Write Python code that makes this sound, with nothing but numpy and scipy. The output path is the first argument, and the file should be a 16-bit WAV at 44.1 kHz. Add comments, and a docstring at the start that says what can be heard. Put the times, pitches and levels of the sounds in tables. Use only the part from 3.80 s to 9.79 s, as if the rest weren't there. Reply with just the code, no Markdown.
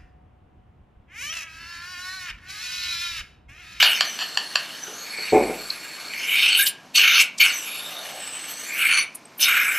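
"""Surgical suction, close up

One microphone close to a mouth in a small treatment room. Air hisses in the suction tube's resonances; each dip
into liquid swells to a crackling slurp, and three times tissue seals the tip and chokes it. An instrument
clacks, drops pop, the tip ticks as it unsticks from tissue, a glove rubs on the lip, and a dull thump sets the
small room's low modes ringing."""
import sys
import numpy as np
from scipy import signal
from scipy.io import wavfile
from scipy.ndimage import uniform_filter1d, minimum_filter1d, map_coordinates

SR = 44100
rng = np.random.default_rng(int(sys.argv[2]) if len(sys.argv) > 2 else 0)


def materialize(psi):
    """Save the field psi as 16-bit PCM at rate SR to the path in sys.argv[1].

    A 1-D psi becomes a single channel; in a 2-D psi each row is a channel.
    """
    bounded = np.clip(np.atleast_2d(psi).T, -1, 1)
    quanta = np.round(bounded * 32767).astype(np.int16)
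    wavfile.write(sys.argv[1], SR, quanta)


N = 263972
TIME = np.arange(N) / SR

# tone of the quiet room: (frequency [Hz], relative density [dB])
ROOM_SPECTRUM = [(25, -17), (70, -17.5), (170, 0), (260, 2.5), (450, -6.5), (780, 0.5), (1200, -5.5),
                 (3000, -15), (6000, -13.5), (9000, -33), (15000, -40)]
# decay of the room: (frequency [Hz], t60 [s])
ROOM_DECAY = [(100, 0.44), (500, 0.37), (2000, 0.34), (5000, 0.21), (14000, 0.078)]
# soft knocks of the thump: (time [s], relative level [dB])
THUMP_KNOCKS = [(1.079, -34.5), (1.125, -40), (1.384, -33.5), (1.522, -15.5), (1.529, -7), (1.546, -11),
                (1.556, -13.5), (1.572, -14), (1.696, -20)]
# the room's low modes that the knocks set ringing: (frequency [Hz], relative level [dB], t60 [s])
THUMP_ROOM_MODES = [(48.5, -29, 1), (169.2, -7, 0.23), (237, -7.5, 0.21), (265, -5.5, 0.16), (351, 3, 0.23),
                    (431, 8, 0.11), (567, 5.5, 0.052), (610, -26, 0.18), (762, 2, 0.17), (867, -1, 0.088),
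                    (1030, -19, 0.17)]
# short pops and ticks: (time [s], dry peak [dB], pitch [Hz], width [Hz], length [s])
POPS_AND_TICKS = [(1.907, -14.5, 4420, 350, 0.0037), (2.34, -16.5, 2570, 1100, 0.0031),
                  (2.874, -11.5, 3950, 2240, 0.011), (3.589, -20, 6060, 4000, 0.0083),
                  (5.357, -23, 9900, 2980, 0.008), (5.457, -37, 8400, 300, 0.0042),
                  (5.587, -27, 12800, 4000, .008)]
# contacts of the instrument: (time [s], dry peak [dB], length [s])
INSTRUMENT_CLACKS = [(0.03, 4.5, 0.0016), (0.2113, -0.5, 0.0016), (0.392, -17, 0.0017),
                     (0.42, -15.5, 0.033), (0.5761, -2.1, 0.0016), (0.7591, -1.5, 0.0026)]
# its modes: (frequency [Hz], width [Hz], relative level [dB])
INSTRUMENT_MODES = [(770, 310, -15), (1170, 500, -8), (1736, 216, -4), (2930, 590, 0.5), (4350, 280, -3),
                    (4670, 390, -5.5), (5650, 260, -11.5), (7210, 650, -11.5), (11500, 760, -24.5)]
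# whistle of the nearly sealed tip: (time [s], pitch [Hz], level [dB])
WHISTLE_PATH = [(2.78, 1480, -57), (2.792, 1543, -21), (2.802, 1646, -23), (2.82, 1567, -25),
                (2.836, 1742, -26), (2.852, 1604, -33), (2.875, 1640, -51), (3.06, 1630, -65)]
# broad rush of air under the resonances: (frequency [Hz], relative density [dB])
RUSH_SPECTRUM = [(60, -22), (160, -9), (350, 2), (800, 3.5), (1500, -9), (3000, 4.5), (6000, -0.5),
                 (9000, -6), (14000, -11)]
# tube resonances: (frequency [Hz], width [Hz], gain drawing air [dB], gain drawing liquid [dB])
TUBE_MODES = [(1350, 460, -3.5, -16.5), (1491, 310, -8, -7.5), (1783, 360, 0.5, -17), (2313, 334, 9, -3),
              (2664, 620, 6, -0.5), (2968, 326, -1, -5.5), (3684, 300, -4, -7), (4385, 237, 7, -8.5),
              (5260, 250, -4, -9.5), (6013, 220, -3.5, -11.5), (6530, 560, -3.5, -12), (7450, 390, -6, -25),
              (8040, 290, -10, -14.5), (9560, 350, -8, -23.5), (9910, 1600, -29, -13),
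              (11210, 410, -6.5, -14.5), (12090, 600, -23, -14), (12620, 550, -9, -21),
              (13900, 970, -14.5, -16.5)]
# the jet at the rim makes the tube sing: (start [s], end [s], pitch [Hz], glide [Hz/s], boost [dB])
JET_SINGING = [(0.27, 0.363, 6000, 24, 15), (0.426, .74, 4400, -4, 16), (0.98, 1.28, 5790, 2266, 14.5),
               (1.303, 1.575, 4400, 0, 6.5), (2.55, 2.773, 4100, 1500, 7), (2.61, 2.783, 5220, 0, 5),
               (2.63, 2.753, 8160, 0, 23), (2.764, 2.945, 9520, 0, 13), (3.714, 3.816, 6000, -1, 18),
               (3.865, 4.186, 3660, 2, 15), (4.366, 4.912, 7770, 1526, 22), (4.67, 4.92, 6160, 0, 14),
               (4.976, 5.225, 4380, 0, 12.5), (5.092, 5.39, 9500, -32, 35), (5.106, 5.27, 6000, 0, 20.5),
               (5.794, 6.1, 5430, -2, 17)]
# the hovering tip draws plain air: (time [s], hiss [dB], spray [dB], air column's round trip [ms])
HOVERING = [(.35, -38, -48, .49), (1.1, -40.5, -52.5, .46), (1.58, -38.5, -42.5, 0.334),
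            (2.25, -42.5, -50, 0.367), (3.75, -34.5, -37, 0.49), (3.97, -34.5, -38.5, 0.56),
            (4.22, -40, -48.5, 0.432), (4.52, -40.5, -36, .5), (4.86, -38, -41.5, .43)]
# dips into liquid: (deepest from [s], until [s], way in [s], way out [s], gurgle [dB], hiss [dB],
#   spray [dB], round trip [ms], hollow pitch [Hz], its boost [dB], sizzle pitch [Hz])
DIPS = [(0.0, 0.047, .05, 0.27, -27, -14.5, -32.5, 0.11, 3100, 11, 12700),
        (1.412, 1.606, 0.25, 0.26, -45, -32, -50.5, 0.34, 2320, 10, 8070),
        (2.59, 2.754, 0.31, 0.086, -38, -17, -34.5, 0.17, 2860, 2.5, 12150),
        (2.796, 2.818, 0.068, 0.069, -57, -19, -22, 0.13, 3000, 5, 12550),
        (2.867, 2.876, 0.024, 0.084, -53, -33, -28, 0.21, 2970, 22, 12200),
        (3.157, 3.413, 0.014, 0.094, -27.5, -16, -35, 0.14, 2460, 6.5, 11600),
        (3.602, 3.622, 0.053, .17, -25, -14, -36, 0.22, 2320, 8, 12900),
        (5.027, 5.192, .17, 0.076, -29.5, -19.5, -32, 0.2, 2260, 13, 12580),
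        (5.612, 5.654, .03, 0.16, -31.5, -18, -32.5, 0.12, 2420, -7.5, 12550),
        (5.694, 5.77, 0.067, 0.87, -25.5, -21, -33.5, 0.22, 2220, 14, 12560)]
# tissue seals the tip: (shut [s], starts to open [s], closing time [s])
TISSUE_SEALS = [(2.934, 3.134, .05), (3.507, 3.586, 0.089), (5.285, 5.584, 0.069)]


def from_db(db):
    """Decibels to gain."""
    return 10 ** (np.asarray(db) / 20)


def rms_one(x):
    """Scale to unit power."""
    return x / np.sqrt(np.mean(x ** 2) + 1e-20)


def levelled(x, size=2600):
    """Even out the slow level, keep the grain."""
    return x / np.sqrt(np.abs(uniform_filter1d(x * x, size)) + 1e-20)


def in_time(rows):
    """One curve over time for each column after the first."""
    times, *columns = np.transpose(rows)
    return [np.interp(TIME, times, column) for column in columns]


def at_hz(points, hz):
    """Read a table on a log-frequency axis."""
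    frequencies, values = np.transpose(points)
    return np.interp(np.log(hz), np.log(frequencies), values)


def drift(rate_hz):
    """Smooth random wander with spread 1."""
    r = np.exp(-40 * np.pi * rate_hz / SR)
    slow = signal.lfilter([1], [1, -2 * r, r * r], rng.standard_normal(N // 20 + 4002))[4000:]
    return np.interp(np.arange(N) / 20, np.arange(len(slow)), rms_one(slow))


def band(x, hz, width_hz, order=2):
    """Band-pass around a centre."""
    edges = np.clip([hz - width_hz / 2, hz + width_hz / 2], 10, .48 * SR)
    return signal.sosfilt(signal.butter(order, edges, "band", fs=SR, output="sos"), x + 1e-18)


def ring(clicks, hz, t60):
    """Each click sets a decaying sine ringing."""
    r, w = np.exp(-np.log(1000) / (t60 * SR)), 2 * np.pi * hz / SR
    return signal.lfilter([0, np.sin(w)], [1, -2 * r * np.cos(w), r * r], clicks + 1e-18)


def noise_bands(size):
    """Half-octave bands of unrelated noise, as (Hz, samples)."""
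    return [(hz, band(rng.standard_normal(size), hz, hz * .35)) for hz in 30 * 2 ** np.arange(0, 9.5, .5)]


def coloured(spectrum):
    """Steady noise with a given spectrum, rms 1."""
    return rms_one(sum(from_db(at_hz(spectrum, hz)) * x for hz, x in noise_bands(N)))


def burst(length_s, modes, size=4096, lead_s=0.0025):
    """A brief chatter of contact rings each mode; peak 1."""
    t = (np.arange(size) - size / 2) / SR + lead_s
    contact = np.exp(-2 * (t / length_s) ** 2)
    x = sum(from_db(db) * rms_one(band(contact * rng.standard_normal(size), hz, width))
            for hz, width, db in modes)
    return x / np.abs(x).max()


def add(track, s, x):
    """Mix a short sound in, centred on a time."""
    at = round(s * SR) - len(x) // 2 + np.arange(len(x))
    inside = (at >= 0) & (at < N)
    track[at[inside]] += x[inside]


def room_tone(level_db=-50.5):
    """The faint, steady noise of the room."""
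    return from_db(level_db) * coloured(ROOM_SPECTRUM)


def room(x, wet_db):
    """Direct sound at the microphone, then a diffuse tail whose treble dies first."""
    t = TIME[:SR // 2]
    tail = sum(noise * np.exp(-np.log(1000) * t / at_hz(ROOM_DECAY, hz))
               for hz, noise in noise_bands(len(t)))
    tail *= np.clip((t - .004) / 0.0012, 0, 1)   # first reflections after 4 ms
    return x + from_db(wet_db) * signal.fftconvolve(x, tail / np.linalg.norm(tail))[:N]


def glove(at_s=4.263, fade_s=0.23, level_db=-44):
    """A dull, unsteady rub of rubber on the lip, swelling and fading once."""
    swell = np.exp(-((TIME - at_s) / fade_s) ** 2)
    return swell * from_db(level_db + 2 * drift(25)) * rms_one(band(rng.standard_normal(N), 680, 250))


def thump(ring_db=-11, shudder_db=-14, shudder_s=0.053, lowpass_hz=950):
    """Soft knocks set the room's low modes ringing and leave a brief shudder."""
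    knocks, modes = np.zeros(N), np.zeros(N)
    for s, db in THUMP_KNOCKS:
        knocks[round(s * SR)] = from_db(db)
    for hz, db, t60 in THUMP_ROOM_MODES:
        strikes = knocks * rng.choice([-1, 1], N)   # random signs, so the modes sound evenly on average
        modes += from_db(db) * band(ring(strikes, hz, t60), hz, hz, order=1)
    dying = signal.lfilter([1], [1, -np.exp(-1 / (shudder_s * SR))], knocks + 1e-18)
    shudder = from_db(shudder_db) * dying * rms_one(band(rng.standard_normal(N), 545, 580))
    soften = signal.butter(4, lowpass_hz, fs=SR, output="sos")
    return signal.sosfilt(soften, from_db(ring_db) * modes + shudder)


def pops_and_ticks():
    """Short pops and ticks: drops, and the tip unsticking from tissue."""
    out = np.zeros(N)
    for s, db, hz, width, length in POPS_AND_TICKS:
        add(out, s, from_db(db) * burst(length, [(hz, width, 0)]))
    return out


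def clacks():
    """Short, hand-damped contacts of the instrument."""
    out = np.zeros(N)
    for s, db, length in INSTRUMENT_CLACKS:
        add(out, s, from_db(db) * burst(length, INSTRUMENT_MODES))
    return out


def whistle(waver_hz=22, rough_db=5.0):
    """A wet slit at the rim sounds one unsteady tone."""
    hz, level_db = in_time(WHISTLE_PATH)
    sounding = (TIME > WHISTLE_PATH[0][0]) & (TIME < WHISTLE_PATH[-1][0])
    level = sounding * from_db(level_db + rough_db * drift(53))
    phase = 2 * np.pi * np.cumsum(hz + waver_hz * drift(80)) / SR
    return level * np.sqrt(2) * np.sin(phase)


def lift(start, end, way_in, way_out):
    """Height of the tip in one dip: 0 at its deepest, 1 at the surface."""
    return np.clip(np.maximum((start - TIME) / way_in, (TIME - end) / way_out), 0, 10)


def sealing(opening_s=0.018, slit_before_s=0.022, slit_after_s=0.051):
    """Tissue shuts the tip, leaving only a slit just before and after: (opening, slit), both 0-1."""
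    opening, slit = np.ones(N), np.zeros(N)
    for shut, opens, closing_s in TISSUE_SEALS:
        gap = np.maximum((shut - TIME) / closing_s, (TIME - opens) / opening_s)
        opening = np.minimum(opening, np.clip(gap, 0, 1))
        before = (shut - closing_s - TIME) / slit_before_s
        after = (TIME - opens - opening_s) / slit_after_s
        away = np.maximum(before, after).clip(min=0)
        slit = np.maximum(slit, np.exp(-away ** 2))
    return opening, slit


def flow(hover_gurgle_db=-46.5, swing_db=23.5, skim_db=6, slit_shortens=0.47):
    """Dipping in swells gurgle, hiss and spray and shortens the air column; a seal chokes the flow."""
    hiss_db, spray_db, round_trip_ms = in_time(HOVERING)
    power = from_db([np.full(N, hover_gurgle_db), hiss_db, spray_db]) ** 2
    for start, end, way_in, way_out, gurgle, hiss, spray, dipped_ms, *_ in DIPS:
        height = lift(start, end, way_in, way_out)
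        sag = swing_db * height
        skim = skim_db * np.exp(-((height - 0.26) / 0.18) ** 2)   # extra spray when partly dipped
        power += from_db([gurgle - sag, hiss - sag, spray - sag + skim]) ** 2
        round_trip_ms = dipped_ms + (round_trip_ms - dipped_ms) * np.minimum(height, 1)
    opening, slit = sealing()
    slit_boost_db, leak_db = (-1.5, 5, 12), (-68.5, -60, -71)   # gurgle, hiss, spray
    open_db = 10 * np.log10(power) + np.outer(slit_boost_db, slit)
    levels_db = opening * open_db + np.outer(leak_db, 1 - opening)
    return *levels_db, round_trip_ms * (1 - slit_shortens * slit)


def singing_db(hz, reach_hz=270, fade_s=0.095, sizzle_db=8):
    """How much the jet and the liquid around the tip favour the tube mode at this pitch, over time."""
    nearness = lambda centre: np.exp(-((hz - centre) / reach_hz) ** 2)
    boost = np.zeros(N)
    for start, end, start_hz, glide, db in JET_SINGING:
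        fade = np.clip(np.minimum(TIME - start, end - TIME) / fade_s + .5, 0, 1)
        boost += db * nearness(start_hz + glide * (TIME - start)) * fade
    for start, end, way_in, way_out, *_, hollow_hz, hollow_db, sizzle_hz in DIPS:
        db = hollow_db * nearness(hollow_hz) + sizzle_db * nearness(sizzle_hz)
        if abs(db) > .1:
            boost += db * np.maximum(1 - lift(start, end, way_in, way_out) ** 2, 0)
    return boost


def air_column(x, round_trip_ms, first_echo=0.67, second_echo=0.11):
    """Echoes invert at the open end: a comb that glides as the column's length changes."""
    lag = round_trip_ms * SR / 1000
    after = lambda trips: map_coordinates(x, [np.arange(N) - trips * lag], order=3)
    return x - first_echo * after(0.914) + second_echo * after(1.98)


def suction(drops_per_s=650, crackle=0.4, dry_flutter_db=1.5, wet_flutter_db=-1.3, waver_db=4.0):
    """Turbulence and shattering drops drive the tube; the louder the flow, the more liquid it carries."""
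    gurgle_db, hiss_db, spray_db, round_trip_ms = flow()
    wet = np.clip((hiss_db + 33.5) / 11, 0, 1)
    impacts = (rng.random(N) < drops_per_s / SR) * rng.choice([-1, 1], N)
    sizes = from_db(16.6 * np.minimum(rng.exponential(1, N), 3))
    drops = crackle * wet * rms_one(impacts * sizes)
    tube = np.zeros(N)
    for low_hz, high_hz, level_db in [(0, 1950, gurgle_db), (1950, 7000, hiss_db), (7000, SR, spray_db)]:
        modes = np.zeros(N)   # the modes of one range share its part of the flow's energy
        for hz, width, air_db, liquid_db in TUBE_MODES:
            if low_hz <= hz < high_hz:
                mode_db = air_db + wet * (liquid_db - air_db) + singing_db(hz) + waver_db * drift(7.6)
                drive = rng.standard_normal(N) + drops
                skirt = 0.069 * band(drive, hz, width * 5.94)
                modes += from_db(mode_db) * rms_one(band(drive, hz, width) + skirt)
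        tube += from_db(level_db) * levelled(air_column(modes, round_trip_ms))
    flutter_db = dry_flutter_db + wet * (wet_flutter_db - dry_flutter_db)
    flutter = from_db(flutter_db * drift(37))   # slight fast flutter of the hiss
    rush_db = np.minimum(hiss_db - 3.5, -43 + 0.038 * (hiss_db + 18))   # falls away under a seal
    return tube * flutter + from_db(rush_db) * coloured(RUSH_SPECTRUM)


def scene():
    """One microphone close to the mouth, the same on both channels."""
    mono = room(suction(), wet_db=-11.5)
    mono += room(whistle() + pops_and_ticks(), wet_db=-13.5)
    mono += room(clacks(), wet_db=-8)
    mono += room(thump(), wet_db=-12.5)
    mono += glove() + room_tone()
    return np.array([mono, mono])


def record(dry, ceiling=.93, window=129, cutoff_hz=14900):
    """A fast limiter ducks the few peaks that would overload; the top treble is cut."""
    allowed = np.minimum(1, ceiling / (np.abs(dry).max(axis=0) + 1e-9))
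    gain = uniform_filter1d(minimum_filter1d(allowed, window), window)
    return signal.sosfilt(signal.ellip(10, .1, 80, cutoff_hz, fs=SR, output="sos"), dry * gain)


dry = scene()
out = record(dry)
materialize(out)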